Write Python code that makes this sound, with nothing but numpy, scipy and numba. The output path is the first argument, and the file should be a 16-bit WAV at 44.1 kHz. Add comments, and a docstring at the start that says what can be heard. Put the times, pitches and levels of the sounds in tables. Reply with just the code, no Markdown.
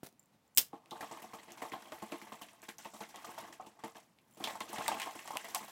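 """Water slams, gurgles and sprays in a part-filled plastic bottle shaken by hand in a tiled kitchen.
First come knocks near the microphone, faint ticks and a loud bright snap; a few ticks return during the shaking.
Each slam pushes modes of wall and air, feeds them noise in lumps and traps bubbles as damped rising tones.
The buckling wall cracks: filtered noise clicks with a rattle. Delay lines give the echo, shaped noise the hush."""
import sys
import numpy as np
from scipy import signal
from scipy.fft import rfft, irfft
from scipy.io import wavfile
from scipy.ndimage import uniform_filter1d
from numba import njit

SR = 44100
rng = np.random.default_rng(int(sys.argv[2]) if len(sys.argv) > 2 else 0)


def waveform_to_disk(signal):
    """Save audio, clipped to [-1, 1], as 16-bit WAV at the path in sys.argv[1]."""
    frames = np.transpose(np.atleast_2d(signal))
    scaled = np.clip(frames, -1, 1) * 32767
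    samples = np.round(scaled).astype(np.int16)
    wavfile.write(sys.argv[1], SR, samples)


N = 251804


def water():
    """Slams strike the wall and squeeze air; slams, wakes and churn drive the same modes and bubbles."""
    # water hitting an end of the bottle, nominal levels and decays: t/s, ring/dB, thud/dB re ring,
    # splash/dB re ring, spray/dB re ring, t60/s, air pocket start f/Hz
    slams = [(0.731, -36, -8.5, -20, -50, 0.14, 815), (0.916, -36, -13, -20, -25, 0.26, 865),
             (.957, -40, -18, -3, -16, 0.071, 900), (1.007, -34.5, -17, -18, -4.5, 0.068, 746),
             (1.026, -31.5, -17, -12.5, -30, 0.16, 881), (1.112, -35.5, -17.5, -12.5, -15, 0.25, 880),
             (1.172, -40.5, -25, -1, -12, .09, 994), (1.22, -44.5, -9, -0.5, 0.5, 0.066, 1005),
             (1.241, -36.5, -16, -28, -33, 0.046, 742), (1.334, -34.5, -15, -10, -12, .12, 1086),
             (1.385, -47.5, -19, 3, -10, 0.11, 950), (1.43, -49, -17, 0, -5, .08, 1000),
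             (1.479, -48.5, -10, -1, -24, 0.38, 880), (1.572, -43, -28, -8, -9, 0.34, 890),
             (1.618, -33, -13, -8.5, -14.5, 0.27, 733), (1.718, -43, -3.5, 6.5, -9, .08, 770),
             (1.734, -31, -13, -9.5, -36, .17, 1020), (1.821, -47.5, -13, 3, -2, 0.047, 880),
             (1.854, -48, -31, -7, -24, 0.45, 1030), (1.921, -35.5, -15.5, -6.5, -15.5, 0.15, 623),
             (2.022, -34, -10, -11, -13.5, 0.11, 860), (2.119, -34, -8.5, -7, -17, 0.19, 607),
             (2.218, -44.5, -8, -7, -4, 0.043, 850), (2.269, -43.5, -39, -6, -23, .11, 890),
             (2.32, -34, -14.5, -10, -15, 0.12, 1043), (2.414, -39.5, -17.5, -5.5, -6.5, 0.1, 1090),
             (2.627, -48.5, -11, 1, -2, 0.18, 640), (2.684, -40, -8.5, 1, -5, 0.12, 870),
             (2.784, -48, -17.5, -2.5, -2, 0.47, 840), (2.853, -35.5, -13, -8, -10.5, 0.11, 892),
             (2.935, -42.5, -18, -8.5, -5.5, 0.41, 602), (3.005, -34, -14.5, -5, -11, 0.17, 846),
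             (3.089, -49.5, -20, -3, 2, 0.11, 846), (3.142, -40.5, -21, -9, -14, 0.35, 832),
             (3.245, -35.5, -30, -8.5, -5.5, 0.086, 1195), (3.292, -37.5, -18, -27, -12, .09, 867),
             (3.339, -46, -34, -17, -29, 0.1, 904), (3.378, -33, -27, -6, -15, 0.19, 913),
             (3.443, -42.5, -29, -11, -30, 0.14, 705), (3.525, -46, -13, 0, -0.5, 0.086, 865),
             (3.598, -34.5, -24, -55, -44, 0.16, 746), (3.666, -46, -7.5, -21, -6.5, 0.11, 885),
             (3.79, -47, -20, -7, -12, 0.2, 850), (3.837, -33.5, -10.5, -10.5, -14, 0.2, 881),
             (3.953, -44.5, -12.5, -4.5, -8.5, 0.24, 896), (4.371, -48, -10, -7, -6, 0.15, 622),
             (4.402, -36.5, -10.5, -11.5, -14, 0.2, 753), (4.443, -34.5, -14, -3, -10, 0.2, 1040),
             (4.473, -31.5, -19, -4.5, -12.5, 0.26, 876), (4.503, -41.5, -16, -8, 1.5, .1, 873),
             (4.554, -33, -28, -9, -10, 0.052, 883), (4.606, -28, -17, -4.5, -14, 0.082, 1070),
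             (4.685, -44.5, -15, -2, -5, 0.54, 1080), (4.73, -30.5, -19, -20, -8, 0.15, 862),
             (4.758, -37.5, -32, 7.5, -4, 0.047, 803), (4.782, -30, -19, -9.5, -22, 0.32, 822),
             (4.882, -23, -36, -8, -6, 0.073, 901), (4.916, -23, -29, -8, -34, 0.11, 824),
             (4.968, -30, -35, -9, -22, 0.037, 815), (4.998, -35, -38, 0, -2, 0.069, 802),
             (5.018, -35.5, -37, 6, -2.5, 0.13, 1050), (5.059, -33, -26.5, -8.5, -13, 0.25, 1066),
             (5.153, -38.5, -12.5, -18, -5.5, 0.076, 1028), (5.189, -42, -25, -5, -9, 0.14, 1087),
             (5.253, -44, -19, -26, -4, 0.073, 893), (5.276, -33, -36, -7, -5, 0.039, 1124),
             (5.306, -28.5, -32, -15, -12, 0.05, 850), (5.333, -35, -19.5, -14, -13, .13, 1080),
             (5.356, -29, -29, -14, -23, 0.091, 1000), (5.4, -54, -21, -16, 2, .14, 786),
             (5.443, -38.5, -18, -2, -6.5, 0.15, 677), (5.483, -43.5, -18.5, -22, -6, 0.49, 995),
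             (5.546, -28.5, -43, -4.5, -2, 0.095, 1081), (5.605, -40, -16, -24, -26, .15, 1037),
             (5.628, -41.5, -14, -20, -12, 0.071, 1070), (5.68, -40, -35, -22, -11, 0.11, 1097)]
    s, ring_db, thud_db, splash_db, spray_db, t60_s, pocket_hz = np.transpose(slams)
    fizz, gurgle, mist_gain = churning(s, ring_db)
    return (air_pockets(s, ring_db, splash_db, pocket_hz)
            + hollow_ring(s, ring_db, t60_s, gurgle)
            + low_thud(s, ring_db + thud_db, t60_s, gurgle)
            + splashing(s, ring_db + splash_db, t60_s, fizz)
            + spraying(s, ring_db + spray_db, t60_s, fizz, mist_gain))


def churning(slam_s, ring_db):
    """Envelopes of tumbling water: steady churn that lulls while water flies, plus the wake of each slam."""
    # steady churn: t/s, fizz/dB, gurgle/dB, finest mist/dB re spray
    churn = [(0.7, -104.5, -74.5, -4), (0.95, -65, -66.5, -1.5), (1.09, -60.5, -57, -5),
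             (1.44, -66.5, -62, -2.5), (1.77, -63.5, -59.5, -3.5), (2.25, -62, -58.5, -0.5),
             (2.46, -66.5, -65, -3.5), (2.72, -77, -72, -2), (2.86, -75, -80, -7), (3.32, -57.5, -53, -5),
             (3.48, -62, -56, -2), (3.62, -72.5, -71, -8), (3.81, -76.5, -67, -6), (4.09, -92, -80, -1),
             (4.31, -82, -79, 6), (4.43, -58, -66, -3.5), (4.56, -69, -56, -4), (4.82, -50, -51.5, -5),
             (4.91, -47.5, -41.5, -8), (5.08, -57, -62, -4), (5.63, -55, -58, -3), (5.71, -61, -66, -1)]
    times, *columns = np.transpose(churn)
    t = np.arange(N) / SR
    fizz_db, gurgle_db, mist_db = (np.interp(t, times, c, left=-120) for c in columns)

    lull_db, lull_s = -3.5, 0.056
    next_slam_s = np.append(slam_s, np.inf)[np.searchsorted(slam_s, t)]
    lull = undb(lull_db * np.exp((t - next_slam_s) / lull_s))

    def wake(re_ring_db):
        return bursts(slam_s, ring_db + re_ring_db, t60_s=0.18, rise_s=0.018, hold=1.264)

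    fizz = np.hypot(lull * undb(fizz_db), wake(-29.5))
    gurgle = np.hypot(lull * undb(gurgle_db), wake(-29))
    return fizz, gurgle, undb(mist_db)


def air_pockets(s, ring_db, splash_db, pocket_hz):
    """One squeezed air pocket per slam; the less it splashes, the louder the pocket re ring."""
    pocket_db, per_splash_db = -7.5, -0.07
    return gulps(s, ring_db + pocket_db + per_splash_db * splash_db, pocket_hz, cycles=21.4, glide=0.024)


def hollow_ring(s, ring_db, t60_s, gurgle):
    """Middle modes of wall and air, struck by a push and fed by lumpy noise, with mid-sized bubbles."""
    # modes of wall and air: f/Hz, width/Hz, level/dB
    ring_modes = [(592.5, 82, -2.5), (643, 43, -0.5), (734, 59, 1), (829, 76, 0), (872.5, 26.3, 2.5),
                  (958, 57, -3.5), (1068, 40, 1.5), (1197, 160, -0.5), (1328, 88, -7)]
    ring = np.hypot(bursts(s, ring_db - 11.5, 0.83 * t60_s, rise_s=0.0021, hold=1.24), gurgle)
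    push = blows(s, ring_db + 11.5)
    noise = undb(-2.0) * ring * droplets(grain_s=0.0053, spread_db=4.0)
    pops = bubbles(ring, count=1680, lo_hz=600, hi_hz=1262, cycles=11.6, glide=0.061)
    return body(push + noise, ring_modes) + undb(-1.5) * pops


def low_thud(s, thud_db, t60_s, gurgle):
    """Low modes of wall and air, struck by a push and fed by lumpy noise."""
    # low modes: f/Hz, width/Hz, level/dB
    thud_modes = [(129, 120, -12), (211.7, 23.6, -3.5), (294.6, 54, -3), (343.8, 16.7, -1.5),
                  (456.2, 18.4, -4.5)]
    thud = np.hypot(bursts(s, thud_db + 4.5, 0.4 * t60_s, rise_s=0.0032, hold=1.02), undb(-5.0) * gurgle)
    push = blows(s, thud_db + 25.0)
    return body(push + thud * droplets(grain_s=.008, spread_db=3.5), thud_modes)


def splashing(s, splash_db, t60_s, fizz):
    """Drops feed the upper modes separately; small bubbles sound where the splash is loud."""
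    # splash modes: f/Hz, width/Hz, level/dB
    splash_modes = [(1600, 130, -3.5), (1964, 360, 1.5), (2044, 310, -3), (2730, 800, 1.5),
                    (3226, 140, -4.5), (3800, 120, -13.5)]
    splash = np.hypot(bursts(s, splash_db - 10.5, 1.27 * t60_s, rise_s=0.0006, hold=1.04), fizz)
    drops = patchy(undb(-1.0) * splash, splash_modes, grain_s=.006, spread_db=4.5)
    pops = bubbles(splash, count=4200, lo_hz=1293, hi_hz=4406, cycles=13.2, glide=0.071)
    return drops + undb(-1.1) * pops


def spraying(s, spray_db, t60_s, fizz, mist_gain):
    """Fine drops and finer mist in broad treble bands, with tiny bubbles."""
    # treble bands of spray, then of the finest mist: f/Hz, width/Hz, level/dB
    spray_modes = [(4100, 2900, -2.4), (5800, 1600, -0.61), (7650, 1440, 0.026)]
    mist_modes = [(10600, 3400, -0.61), (13600, 6200, -0.95)]
    spray = np.hypot(bursts(s, spray_db - 9.5, 1.8 * t60_s, rise_s=0.0009, hold=0.89), undb(-3.0) * fizz)
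    drops = patchy(spray, spray_modes, grain_s=0.0055, spread_db=3.5)
    mist = patchy(spray * mist_gain, mist_modes, grain_s=0.004, spread_db=4.5)
    pops = bubbles(spray, count=1980, lo_hz=4070, hi_hz=10340, cycles=45.0, glide=0.054)
    return drops + mist + undb(-11.5) * pops


def plastic():
    """Each crack is a short click, then a brief rattle of the patch of wall that buckled, in its own colour."""
    # wall cracks, nominal levels: t/s, level/dB, colour f/Hz, rattle/dB re click
    cracks = [(0.859, -44.5, 2470, -8), (0.909, -33.5, 3520, 4), (1.009, -29.5, 1800, 5),
              (1.114, -34, 5900, -7), (1.2286, -34, 2660, -12), (1.3254, -46, 2210, -2),
              (1.5202, -33, 5960, -11), (1.6194, -33, 2030, 18), (1.72, -30.5, 2100, 6),
              (1.921, -30.5, 2590, -15), (2.021, -38, 2190, -2), (2.1205, -29.5, 2400, -1),
              (2.216, -33, 2180, -2), (2.4196, -33.5, 3080, -4), (2.486, -42, 2750, 0),
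              (2.5327, -42.5, 9100, -7), (2.619, -37, 7950, -7), (2.6893, -29, 2050, -5),
              (2.7834, -31.5, 6200, -4.5), (2.848, -34.5, 2480, 0.5), (2.9412, -53, 2800, -8),
              (3.0098, -43, 2080, -1), (3.1596, -30.5, 3100, -8), (3.6631, -43.5, 2830, -14),
              (3.667, -41, 2830, -8), (3.8384, -32, 2820, -3), (3.9487, -44, 2180, -5),
              (4.1872, -45.5, 2430, -7), (4.375, -48, 2450, -5), (4.44, -18.5, 3380, 2),
              (4.4733, -25, 2150, -4), (4.6051, -24.5, 3260, -7), (4.684, -43, 3450, -5),
              (4.8809, -9, 3570, -18), (4.9993, -20.5, 2390, -7), (5.018, -21, 2740, -8),
              (5.1102, -32.5, 2700, -3), (5.2764, -27, 2170, -14), (5.307, -38, 2160, -19),
              (5.3708, -14.5, 2760, -18), (5.548, -14, 8100, -12.5)]
    out, size = np.zeros(N + SR), SR // 8
    t = np.arange(size) / SR
    for s, db, hz, rattle_db in cracks:
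        noise = rng.standard_normal(size)
        click = noise * 1000 ** (-t / 0.003)
        push = click + noise * undb(rattle_db) * 1000 ** (-t / 0.11)
        broad = svf(svf(click, 1.14 * hz, 5.9 * hz), 1.13 * hz, 4.9 * hz)
        narrow = svf(push, hz, 0.19 * hz)
        crack = 1.74 * broad + undb(-19.0) * push + 2.95 * narrow
        out[int(s * SR):][:size] += undb(db - 5.5) * crack / np.abs(crack).max()
    return out[:N]


def snap():
    """Bright modes struck by sudden pushes and fed by a short and a longer noise burst."""
    # snap and after-clicks, nominal: t/s, level/dB
    snaps = [(0.5744, -1), (0.5812, 0), (0.5903, -14), (0.5966, -27), (0.6148, -23), (0.6647, -44),
             (0.6844, -47)]
    # snap modes: f/Hz, width/Hz, level/dB
    snap_modes = [(2550, 2700, -7.5), (3340, 1330, -2), (5200, 990, -3.5), (7840, 1900, -1.5),
                  (9040, 620, -5), (11600, 4500, 2.5), (15300, 1700, 1)]
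    s, db = np.transpose(snaps)
    rattle = bursts(s, db - 12, t60_s=0.0018, rise_s=.0001) + bursts(s, db - 20.5, t60_s=0.097, rise_s=0.00082)
    return body(blows(s, db + 4) + rattle * droplets(grain_s=0.0015, spread_db=1.5), snap_modes)


def knocks():
    """Dull thumps of band-passed noise with a lumpy scrape on top."""
    # handling near the microphone, nominal: t/s, thump/dB, scrape/dB re thump, t60/s
    knock_table = [(0.031, -39.5, 8.5, 0.05), (0.047, -51, 15, 0.062), (0.061, -53, 19.5, 0.064),
                   (0.069, -58, -1, 0.12), (0.122, -65, 11, 0.049), (0.577, -42.5, 20.5, 0.15)]
    s, thump_db, scrape_db, t60_s = np.transpose(knock_table)
    thump = bursts(s, thump_db + 20.5, 0.56 * t60_s, rise_s=0.00075) * rng.standard_normal(N)
    thump = svf(svf(thump, 270.0, 470.0), 400., 901.0)
    scrape = bursts(s, thump_db + scrape_db - 5.0, t60_s, rise_s=0.0062)
    return thump + scrape * droplets(grain_s=0.0011, spread_db=4.0)


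def ticks():
    """Very short noise bursts ring thin treble modes."""
    # faint ticks, nominal: t/s, level/dB
    tick_table = [(0.1945, -47), (0.2, -54), (0.2284, -59), (0.2364, -60), (0.2574, -56), (0.2844, -70),
                  (0.4776, -60), (0.549, -46), (0.5595, -48.5), (0.564, -35), (4.31, -56), (4.337, -57),
                  (4.347, -50), (4.357, -55)]
    # tick modes: f/Hz, width/Hz, level/dB
    tick_modes = [(7300, 500, -4), (9500, 3900, -10.5), (14700, 1500, -4.5)]
    s, db = np.transpose(tick_table)
    return body(bursts(s, db + 0.5, t60_s=0.01, rise_s=0.00044) * rng.standard_normal(N), tick_modes)


def kitchen_echo(near):
    """Reflections off the tiles: loop gains set by t60, treble lost faster."""
    t60_s, damp, level_db = 0.15, 0.138, -18.5  # t60 before damping
    lags = np.array([331, 457, 613, 787, 977, 1213, 1471, 1753])  # samples
    return undb(level_db) * walls(near, lags, undb(-60 * lags / SR / t60_s), damp)


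def hush():
    """Quiet room tone and microphone hiss: uneven noise with a fixed spectrum."""
    # relative spectrum before scaling: f/Hz, density/dB per Hz
    hush_spectrum = [(18, -66.5), (30, -28), (98, -14.5), (215, -8), (384, -20), (889, -20.5), (1100, -23),
                     (1670, -28.5), (1860, -27), (3310, -31.5), (16000, -39.5)]
    level_db = -72
    f_hz, density_db = np.array(hush_spectrum).T
    hz = np.maximum(np.arange(N // 2 + 1) * SR / N, 1)
    colour_db = np.interp(np.log(hz), np.log(f_hz), density_db)
    noise = droplets(grain_s=0.03, spread_db=1.4)
    return undb(level_db) * unit(irfft(rfft(noise) * undb(colour_db), N))


def gulps(times, db, pitch_hz, cycles, glide):
    """Squeezed air pockets: damped tones whose pitch rises by the fraction glide over their length."""
    out = np.zeros(N + SR)
    for s, gain, hz in zip(times, undb(db), pitch_hz):
        c = np.arange(int(3 * cycles * SR / hz)) * hz / SR  # cycles elapsed at the starting pitch
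        tone = np.sin(2 * np.pi * c * (1 + glide * c / (6 * cycles)))
        out[int(s * SR):][:len(c)] += gain * tone * np.exp(-2 * c / cycles)
    return out[:N]


def bubbles(activity, count, lo_hz, hi_hz, cycles, glide):
    """Small pockets at random moments and sizes, loud where the water is busy."""
    when, pitch, size = rng.random((count, 3)).T
    db = 20 * np.log10(activity[(when * N).astype(int)] * np.sqrt(-np.log(size)))
    return gulps(when * N / SR, db, lo_hz * (hi_hz / lo_hz) ** pitch, cycles, glide)


def blows(times, db):
    """One single-sample push, of random sign, at each time."""
    push = np.zeros(N)
    push[(times * SR).astype(int)] = undb(db) * np.sign(rng.standard_normal(len(times)))
    return push


def bursts(times, db, t60_s, rise_s, hold=0.8):
    """Envelope of blows with quick rise and decay, powers added; hold above 1 stays up longer, then drops."""
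    power = np.zeros(N)
    for s, gain, tail_s in np.broadcast(times, undb(db), np.maximum(t60_s, .002)):
        start = int(s * SR)
        t = np.arange(min(int(1.5 * tail_s * SR), N - start)) / SR
        rise = 1 - np.exp(-t / rise_s)
        decay = 1000 ** -(t / tail_s) ** hold
        power[start:][:len(t)] += (gain * rise * decay) ** 2
    return np.sqrt(power)


def droplets(grain_s, spread_db):
    """Noise in lumps of uneven size, as from many drops landing; rms 1."""
    k = max(int(grain_s * SR), 1)
    size = undb(spread_db * np.minimum(rng.exponential(size=N // k + 1), 4))
    lumps = uniform_filter1d(np.repeat(size, k)[:N], k)
    return unit(lumps * rng.standard_normal(N))


def patchy(envelope, modes, grain_s, spread_db):
    """Every mode is fed by drops of its own, so the colour keeps shifting."""
    weight = undb(np.array(modes)[:, 2])
    weight = weight / np.linalg.norm(weight)
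    return sum(g * body(envelope * droplets(grain_s, spread_db), [m]) for g, m in zip(weight, modes))


def body(push, modes):
    """A push through parallel modes of alternating sign, scaled so unit white noise comes out at rms 1."""
    def ring(x):
        return sum((-1) ** k * undb(db) / np.sqrt(width) * svf(x, 1. * hz, 1. * width)
                   for k, (hz, width, db) in enumerate(modes))

    click = np.zeros(SR // 4)
    click[0] = 1
    return ring(push) / np.linalg.norm(ring(click))


@njit
def svf(x, hz, width):
    """State-variable band-pass, gain 1 at the centre."""
    y, band, low = np.empty(len(x)), 0., 0.
    g, k = np.tan(np.pi * hz / SR), width / hz
    for i in range(len(x)):
        v = (band + g * (x[i] + 1e-18 - low)) / (1 + g * (g + k))  # offset avoids denormals
        band, low, y[i] = 2 * v - band, low + 2 * g * v, k * v
    return y


@njit
def walls(x, lags, gain, damp):
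    """Eight delay lines that feed each other, duller on every round."""
    line, soft, out = np.zeros((8, 4096)), np.zeros(8), np.zeros(len(x))
    for i in range(len(x)):
        total = 0.
        for k in range(8):
            soft[k] += (1 - damp) * (gain[k] * line[k, (i - lags[k]) & 4095] - soft[k])
            total += soft[k]
        out[i] = total
        for k in range(8):
            line[k, i & 4095] = x[i] + soft[k] - total / 4
    return out


def undb(db):
    """Gain of a level in dB."""
    return 10 ** (np.asarray(db) / 20)


def unit(x):
    """Scaled to rms 1."""
    return x / np.sqrt(np.mean(x ** 2))


def scene():
    """Bottle and handling, their echo off the tiles, and the room tone."""
    near = water() + plastic() + snap() + knocks() + ticks()
    return (near + kitchen_echo(near) + hush())[None]


def record(dry):
    """The microphone loses the deep bass and rounds the loudest peaks; the recorder cuts the top."""
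    top_hz = 16000
    thin = signal.sosfilt(signal.butter(2, 70, "high", fs=SR, output="sos"), dry)
    rounded = .8 * np.tanh(thin / .8)
    return signal.sosfilt(signal.ellip(10, .2, 75, top_hz, fs=SR, output="sos"), rounded)


dry = scene()
out = record(dry)
waveform_to_disk(out)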